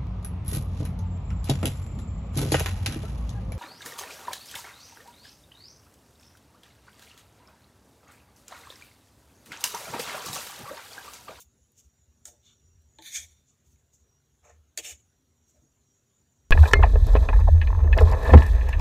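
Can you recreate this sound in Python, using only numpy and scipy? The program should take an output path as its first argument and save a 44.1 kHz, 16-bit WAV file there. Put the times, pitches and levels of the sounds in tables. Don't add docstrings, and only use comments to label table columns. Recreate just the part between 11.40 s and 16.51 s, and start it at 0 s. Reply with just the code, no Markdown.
import sys
import numpy as np
from scipy import signal
from scipy.fft import rfft, irfft, next_fast_len
from scipy.io import wavfile
from scipy.ndimage import uniform_filter1d, map_coordinates

SR = 44100
rng = np.random.default_rng(int(sys.argv[2]) if len(sys.argv) > 2 else 0)


def generate_wav(sig):
    pcm = np.round(np.clip(np.atleast_2d(sig).T, -1, 1) * 32767).astype(np.int16)
    wavfile.write(sys.argv[1], SR, pcm)


N = 225262

# f/Hz, level/dB
HISS_SPECTRUM = [(15, -22), (25, -17.5), (80, 2.5), (144, -1.5), (1210, -19), (1350, -17), (2380, -22),
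                 (3860, -20), (4930, -25), (6810, -21), (8450, -27), (10500, -28.5), (15700, -27)]
# t/s, level/dB
RUMBLE_LEVEL = [(0.0, -79), (0.24, -85), (0.78, -71.5), (0.98, -80), (1.22, -69), (1.35, -62),
                (1.51, -67.5), (1.72, -75), (1.92, -61.5), (2.12, -80.5), (2.53, -77.5), (3.0, -78.5),
                (3.19, -59), (3.34, -68), (3.58, -73.5), (4.18, -75.5), (4.58, -85.5), (5.11, -74)]
# f/Hz, width/Hz, level/dB
RUMBLE_MODES = [(62.3, 36, -8), (78.2, 19, 1)]
# f/Hz, width/Hz, level/dB
HUM_MODES = [(104, 54, -3), (143.1, 4.7, 4), (177, 3.5, -6), (233.4, 10.4, -2.5), (262.5, 5.8, -3.5),
             (377, 29, -16), (399, 6.2, -7)]
# f/Hz, width/Hz, level/dB
WHISTLE_MODES = [(5745, 110, 0), (10350, 130, 0)]
# t/s, level/dB
LOW_WHISTLE_LEVEL = [(0.0, -87), (1.19, -74), (1.36, -76), (1.61, -87), (1.73, -56), (2.23, -95.5),
                     (2.72, -76), (3.03, -96), (3.36, -89), (3.54, -85), (3.83, -83), (4.11, -78.5),
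                     (4.88, -85), (5.11, -78.5)]
# t/s of the centre, RMS level/dB there, f/Hz
BUMPS = [(.075, -59.5, 68), (.225, -62, 70), (0.472, -56, 68), (0.629, -58.5, 72), (.7, -58.5, 70),
         (.89, -61, 75), (1.0, -62, 78), (1.26, -58.5, 75.35), (1.33, -63, 77), (1.39, -58, 76),
         (1.8, -56, 74), (1.85, -58.5, 76.4), (2.29, -58.5, 71.1), (2.349, -59.5, 70), (2.45, -65.5, 75),
         (2.63, -62.5, 70), (2.935, -65, 68), (3.04, -64, 76), (3.54, -53, 74), (4.2, -64, 72),
         (5.0, -68, 68.8), (5.061, -61, 62), (5.105, -59, 62)]
# t/s, level/dB
SIFT_LEVEL = [(0.0, -75.5), (0.5, -76.5), (0.65, -75.5), (1.05, -76), (1.19, -73.5), (1.41, -78.5),
              (1.62, -69.5), (1.76, -61), (2.08, -80.5), (2.84, -79.5), (3.37, -81), (3.54, -63),
              (3.73, -82), (3.88, -81), (4.23, -77.5), (4.61, -75.5), (4.72, -75.5), (5.11, -78)]
# f/Hz, width/Hz, level/dB
CAVITY_MODES = [(6410, 560, 2.5), (7020, 740, 7), (7940, 67, -6), (7860, 360, -20)]
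# f/Hz, t60/s
ROOM_DECAY = [(300, 0.063), (3000, 0.073), (12000, 0.047)]
# f/Hz, width/Hz, level/dB
RIM_MODES = [(4980, 730, -9), (5570, 235, 0.5), (5900, 89, 1), (6464, 780, 0), (6875, 220, 1),
             (7156, 230, -2.5), (7630, 300, -1.5), (8190, 410, -4), (8480, 290, -10.5)]
# f/Hz, width/Hz, level/dB
BOWL_MODES = [(1180, 500, -7), (1354, 540, -5), (1515, 224, -7.5), (1806, 293, -4.5), (2090, 117, -8.5),
              (2306, 266, -2.5), (2642, 240, -6), (2933, 260, -1), (3316, 236, -3), (3585, 127, 4),
              (3963, 470, -3.5), (4400, 206, -1), (4698, 153, 2)]
# f/Hz, width/Hz, level/dB
GRIT_MODES = [(9010, 440, 0.5), (9860, 630, -9.5), (11400, 2300, -13.5), (12600, 1200, -14.5),
              (14370, 2600, -7)]
# f/Hz, width/Hz, level/dB
PLATE_MODES = [(242, 68, -8), (322.3, 39, 2.5), (393, 110, -7), (472, 63, 0.5), (595.6, 87, 2.5),
               (724, 57, 0), (863, 79, -2), (1068, 79, -7)]
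SPOTS = {"light": ([3200, 4800], [240], 7.4, [1300, 1870, 5170, 8400], 9.6), "woody": ([1800, 5500],
         [690, 340], 9.1, [1070, 2450, 4700], 7.8), "squeaky": ([3400, 3500], [420],
         12, [1880, 2680, 4740, 8360], 15), "hollow": ([1780, 3640], [321, 873], 26, [1250, 2700, 4700],
         18), "nasal": ([2150, 3700], [718], 24, [1250, 2800, 5150, 7750], 24), "bright": ([2290, 3340],
         [718], 24, [1150, 2850, 4150, 7550], 11), "dull": ([1250, 1600], [560, 873],
         12, [330, 3200, 4800, 8500], 14), "ringing": ([1564, 3640], [602, 873], 40, [740, 1050], 12),
         "thin": ([1380, 3342], [300], 30, [1900, 2600, 4560], 15), "sharp": ([2020, 4800], [602, 520],
         24, [300, 1200, 3000, 5600], 8.1), "full": ([2270, 2600], [440, 710], 14, [300, 1150, 1500, 4600],
         2.6), "mid": ([1950, 2150], [650], 38, [320, 3300, 5300, 8400], 11), "low": ([1500], [240],
         45, [485, 3300, 5300], 9)}
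# t/s of full pressure, hold/s, rise/(dB/s), fall/(dB/s), rim level/dB,
# bowl, grit and plate level/dB over the rim, spot
STROKES = [(0.0, 0.019, 900, 627, -53, -10.5, -1, -40, "light"),
           (0.398, 0.0088, 245, 330, -57, -13.5, -10.5, -32, "light"),
           (0.86, 0.021, 1770, 700, -47.5, -11, -6.5, -13, "woody"),
           (0.904, .004, 900, 202, -66, -13, -11, -8.5, "woody"),
           (0.93, 0.023, 900, 300, -89, -2, -20, 13.5, "ringing"),
           (1.058, 0.01, 305, 152, -69, -1, -16, -38, "squeaky"),
           (1.08, 0.015, 400, 300, -81, 11, -23, -18, "squeaky"),
           (1.115, 0.017, 300, 303, -84, 4.5, -22, -15, "thin"),
           (1.593, 0.0033, 1900, 305, -67, 6, -35, 10, "hollow"),
           (1.623, 0.016, 900, 100, -66.5, 2, -2, -24, "nasal"),
           (1.666, .004, 400, 115, -48.5, 2.5, -5, -26.5, "nasal"),
           (1.732, .008, 600, 215, -46, -8, -9.5, -58, "bright"),
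           (1.755, 0.0043, 400, 326, -31.5, -7, -14.5, -39, "bright"),
           (1.818, 0.004, 300, 400, -60, -3, -7, -9, "bright"),
           (1.875, 0.0016, 297, 260, -70, -15, -23, -23, "sharp"),
           (2.094, .004, 550, 149, -66.5, -16, -34, -25, "light"),
           (2.277, 0.052, 298, 210, -72.5, -11, -6.5, -24, "light"),
           (2.385, .004, 405, 260, -77, -7, -17, -28.5, "mid"),
           (2.542, 0.0032, 644, 214, -64, -19.5, -13, -24, "light"),
           (3.05, 0.022, 800, 200, -65, 0, -18, 2.5, "dull"),
           (3.098, 0.014, 400, 500, -78, 4.5, -30, 5.5, "dull"),
           (3.386, 0.0018, 1920, 656, -41, -1.5, -6, -7.5, "full"),
           (3.442, 0.0067, 320, 227, -46.5, -1, -6, -14, "full"),
           (3.469, 0.057, 300, 1500, -46, -6.5, -10.5, -19.5, "full"),
           (3.54, 0.0031, 890, 174, -75, -26, -22.5, -40, "full"),
           (4.097, .004, 218, 153, -68, -19, -12, -17, "light"),
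           (4.155, 0.031, 900, 300, -91, 1, -26, 18.5, "mid"),
           (4.215, 0.019, 400, 700, -85.5, -23, -11, 19, "low")]
# t/s, rim level/dB, bowl, grit and plate level/dB over the rim, spot
TAPS = [(0.3184, -67, -15, 11, -14, "light"), (0.8525, -26.5, -11.5, -12, -24, "woody"),
        (0.8764, -57, -5, -16, -8, "woody"), (1.4205, -67.5, 0, 4.5, -9, "light"),
        (1.5845, -43, 9.5, -19, 11, "hollow"), (1.621, -40.5, 4.5, -8, -24, "nasal"),
        (2.3575, -59.5, -1.5, -17, -14, "mid"), (3.3739, -14.5, -5.5, -10.5, -15.5, "sharp"),
        (3.3824, -30, 4.5, 0, -17, "sharp")]

TOP_HZ = 15550
BUMP_SIGMA_S = 0.013
RIM_HZ, GRIT_HZ = 7180, 10960
LANDING_DB_PER_S2 = 2508
BLOW_RISE_S, BLOW_T60_S = 0.0039, 0.016
CLICK_S, CLICK_DB = 0.001215, 6
ROOM_DB, ROOM_DELAY = -21, 300


def amp(db):
    return 10 ** (np.asarray(db) / 20)


def unit(x):
    return x / np.sqrt(np.mean(x ** 2) + 1e-20)


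def along(points, hz):
    f, value = np.transpose(points)
    return np.interp(np.log(hz + 1), np.log(f + 1), value)


def level_curve(rows):
    t, level = np.transpose(rows)
    return np.interp(np.arange(N) / SR, t, level)


def wobble(rate):
    knots = rng.standard_normal(int(N * rate / SR) + 4)
    return map_coordinates(knots, [np.arange(N) * rate / SR])


def filtered(x, response):
    n = x.shape[-1]
    padded = next_fast_len(n + SR // 4)
    spectrum = rfft(x, padded) * response(np.fft.rfftfreq(padded, 1 / SR))
    return irfft(spectrum, padded)[..., :n]


def power_kept(h):
    return h / np.sqrt(np.mean(abs(h) ** 2))


def modes(table, order=1):
    def response(f):
        h = 0
        for k, (centre, width, db) in enumerate(table):
            resonator = 1j * f * width / (centre * centre - f * f + 1j * f * width)
            h = h + (-1) ** k * amp(db) * resonator ** order
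        return power_kept(h)
    return response


def resonant_noise(noise, table):
    return unit(filtered(noise, modes(table, order=2)))


def patchy(patchy_db, bins, frames):
    z = signal.stft(rng.standard_normal(N + 1024), nperseg=512)[2]
    field = uniform_filter1d(rng.standard_normal(z.shape), bins, 0)
    field = uniform_filter1d(field, frames, 1)
    return unit(signal.istft(z * amp(patchy_db * unit(field)), nperseg=512)[1][:N])


def hiss():
    noise = patchy(2.66, bins=2, frames=8)
    return amp(-73) * unit(filtered(noise, lambda hz: amp(along(HISS_SPECTRUM, hz))))


def drone():
    rumble = resonant_noise(rng.standard_normal(N), RUMBLE_MODES)
    hum = resonant_noise(rng.standard_normal(N), HUM_MODES)
    rumble_db = level_curve(RUMBLE_LEVEL) + 2.0 * wobble(22)
    hum_db = -75.0 + 0.87 * wobble(5.65)
    return amp(rumble_db) * rumble + amp(hum_db) * hum


def whistles():
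    noise = rng.standard_normal(N)
    low, high = (resonant_noise(noise, [mode]) for mode in WHISTLE_MODES)
    low_db = level_curve(LOW_WHISTLE_LEVEL) + 3 * wobble(12)
    high_db = -97.0 + 4 * wobble(9)
    return amp(low_db) * low + amp(high_db) * high


def bumps():
    t = np.arange(N) / SR
    out = np.zeros(N)
    for at, db, hz in BUMPS:
        swell = np.exp(-((t - at) / BUMP_SIGMA_S) ** 2 / 2)
        phase = rng.uniform(0, 2 * np.pi)
        out += np.sqrt(2) * amp(db) * swell * np.sin(2 * np.pi * hz * t + phase)
    return out


def flour():
    streaks = patchy(5.5, bins=2, frames=13)
    return amp(level_curve(SIFT_LEVEL)) * resonant_noise(streaks, CAVITY_MODES)


def walls(x):
    hz, t, z = signal.stft(rng.standard_normal(SR // 2), SR, nperseg=256)
    decay = amp(-60 * t / along(ROOM_DECAY, hz)[:, None])
    tail = signal.istft(z * decay, SR, nperseg=256)[1]
    delayed = np.pad(x, (ROOM_DELAY, 0))
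    return signal.fftconvolve(delayed, tail / np.linalg.norm(tail))[:N]


def touched(table, near_hz, fall_db, depth_db, nodes_hz):
    driven = []
    for centre, width, db in table:
        octaves_away = abs(np.log2(centre / np.array(near_hz))).min()
        driven.append((centre, width, db - fall_db * octaves_away))
    ringing = modes(driven, order=2)

    def response(f):
        h = ringing(f)
        broad = .32j * f
        for node in nodes_hz:
            detuning = node * node - f * f
            h = h * (detuning + amp(-depth_db) * broad * node) / (detuning + broad * node)
        return power_kept(h)
    return response


def rung(force, at, spot):
    bowl_hz, plate_hz, fall_db, nodes_hz, depth_db = SPOTS[spot]
    tables = RIM_MODES, BOWL_MODES, GRIT_MODES, PLATE_MODES
    favoured = [RIM_HZ], bowl_hz, [GRIT_HZ], plate_hz
    ring = 0
    for part_force, table, near_hz in zip(force, tables, favoured):
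        ring = ring + filtered(part_force, touched(table, near_hz, fall_db, depth_db, nodes_hz))
    start = round(at * SR) + SR
    return np.pad(ring, (start, N + SR))[SR:SR + N]


def strokes():
    chatter = amp(0.45 * wobble(230) + 2.36 * wobble(40))
    grains = [unit(chatter * patchy(2.04, bins=3, frames=5)) for part in range(4)]
    grains = np.pad(grains, ((0, 0), (SR, SR)))
    t = np.arange(-SR // 4, SR // 2) / SR
    fade = signal.windows.tukey(len(t), 1 / 4)
    out = np.zeros(N)
    for at, hold, rise, fall, rim_db, *over_db, spot in STROKES:
        before, after = np.maximum(-t, 0), np.maximum(t - hold, 0)
        pressure_db = -rise * before - LANDING_DB_PER_S2 * before ** 2 - fall * after
        start = round((at + t[0]) * SR) + SR
        slips = grains[:, start:start + len(t)] * fade
        part_db = rim_db + np.array([0, *over_db])[:, None]
        out += rung(slips * amp(part_db + pressure_db), at + t[0], spot)
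    return out


def taps():
    t = np.arange(SR // 5) / SR
    envelope = (1 - np.exp(-t / BLOW_RISE_S)) * amp(-60 * t / BLOW_T60_S)
    out = np.zeros(N)
    for at, rim_db, *over_db, spot in TAPS:
        blow = envelope * rng.standard_normal((4, len(t)))
        blow[:, round(CLICK_S * SR)] += amp(CLICK_DB)
        part_db = rim_db + np.array([0, *over_db])[:, None]
        out += rung(blow * amp(part_db), at, spot)
    return out


def spoon():
    return strokes() + taps()


def scene():
    background = hiss() + drone() + whistles() + bumps() + flour()
    near = spoon()
    return np.tile(background + amp(ROOM_DB) * walls(near) + near, (2, 1))


def record(dry):
    return filtered(dry, lambda hz: 1 / (1 + (hz / TOP_HZ) ** 160))


dry = scene()
out = record(dry)
generate_wav(out)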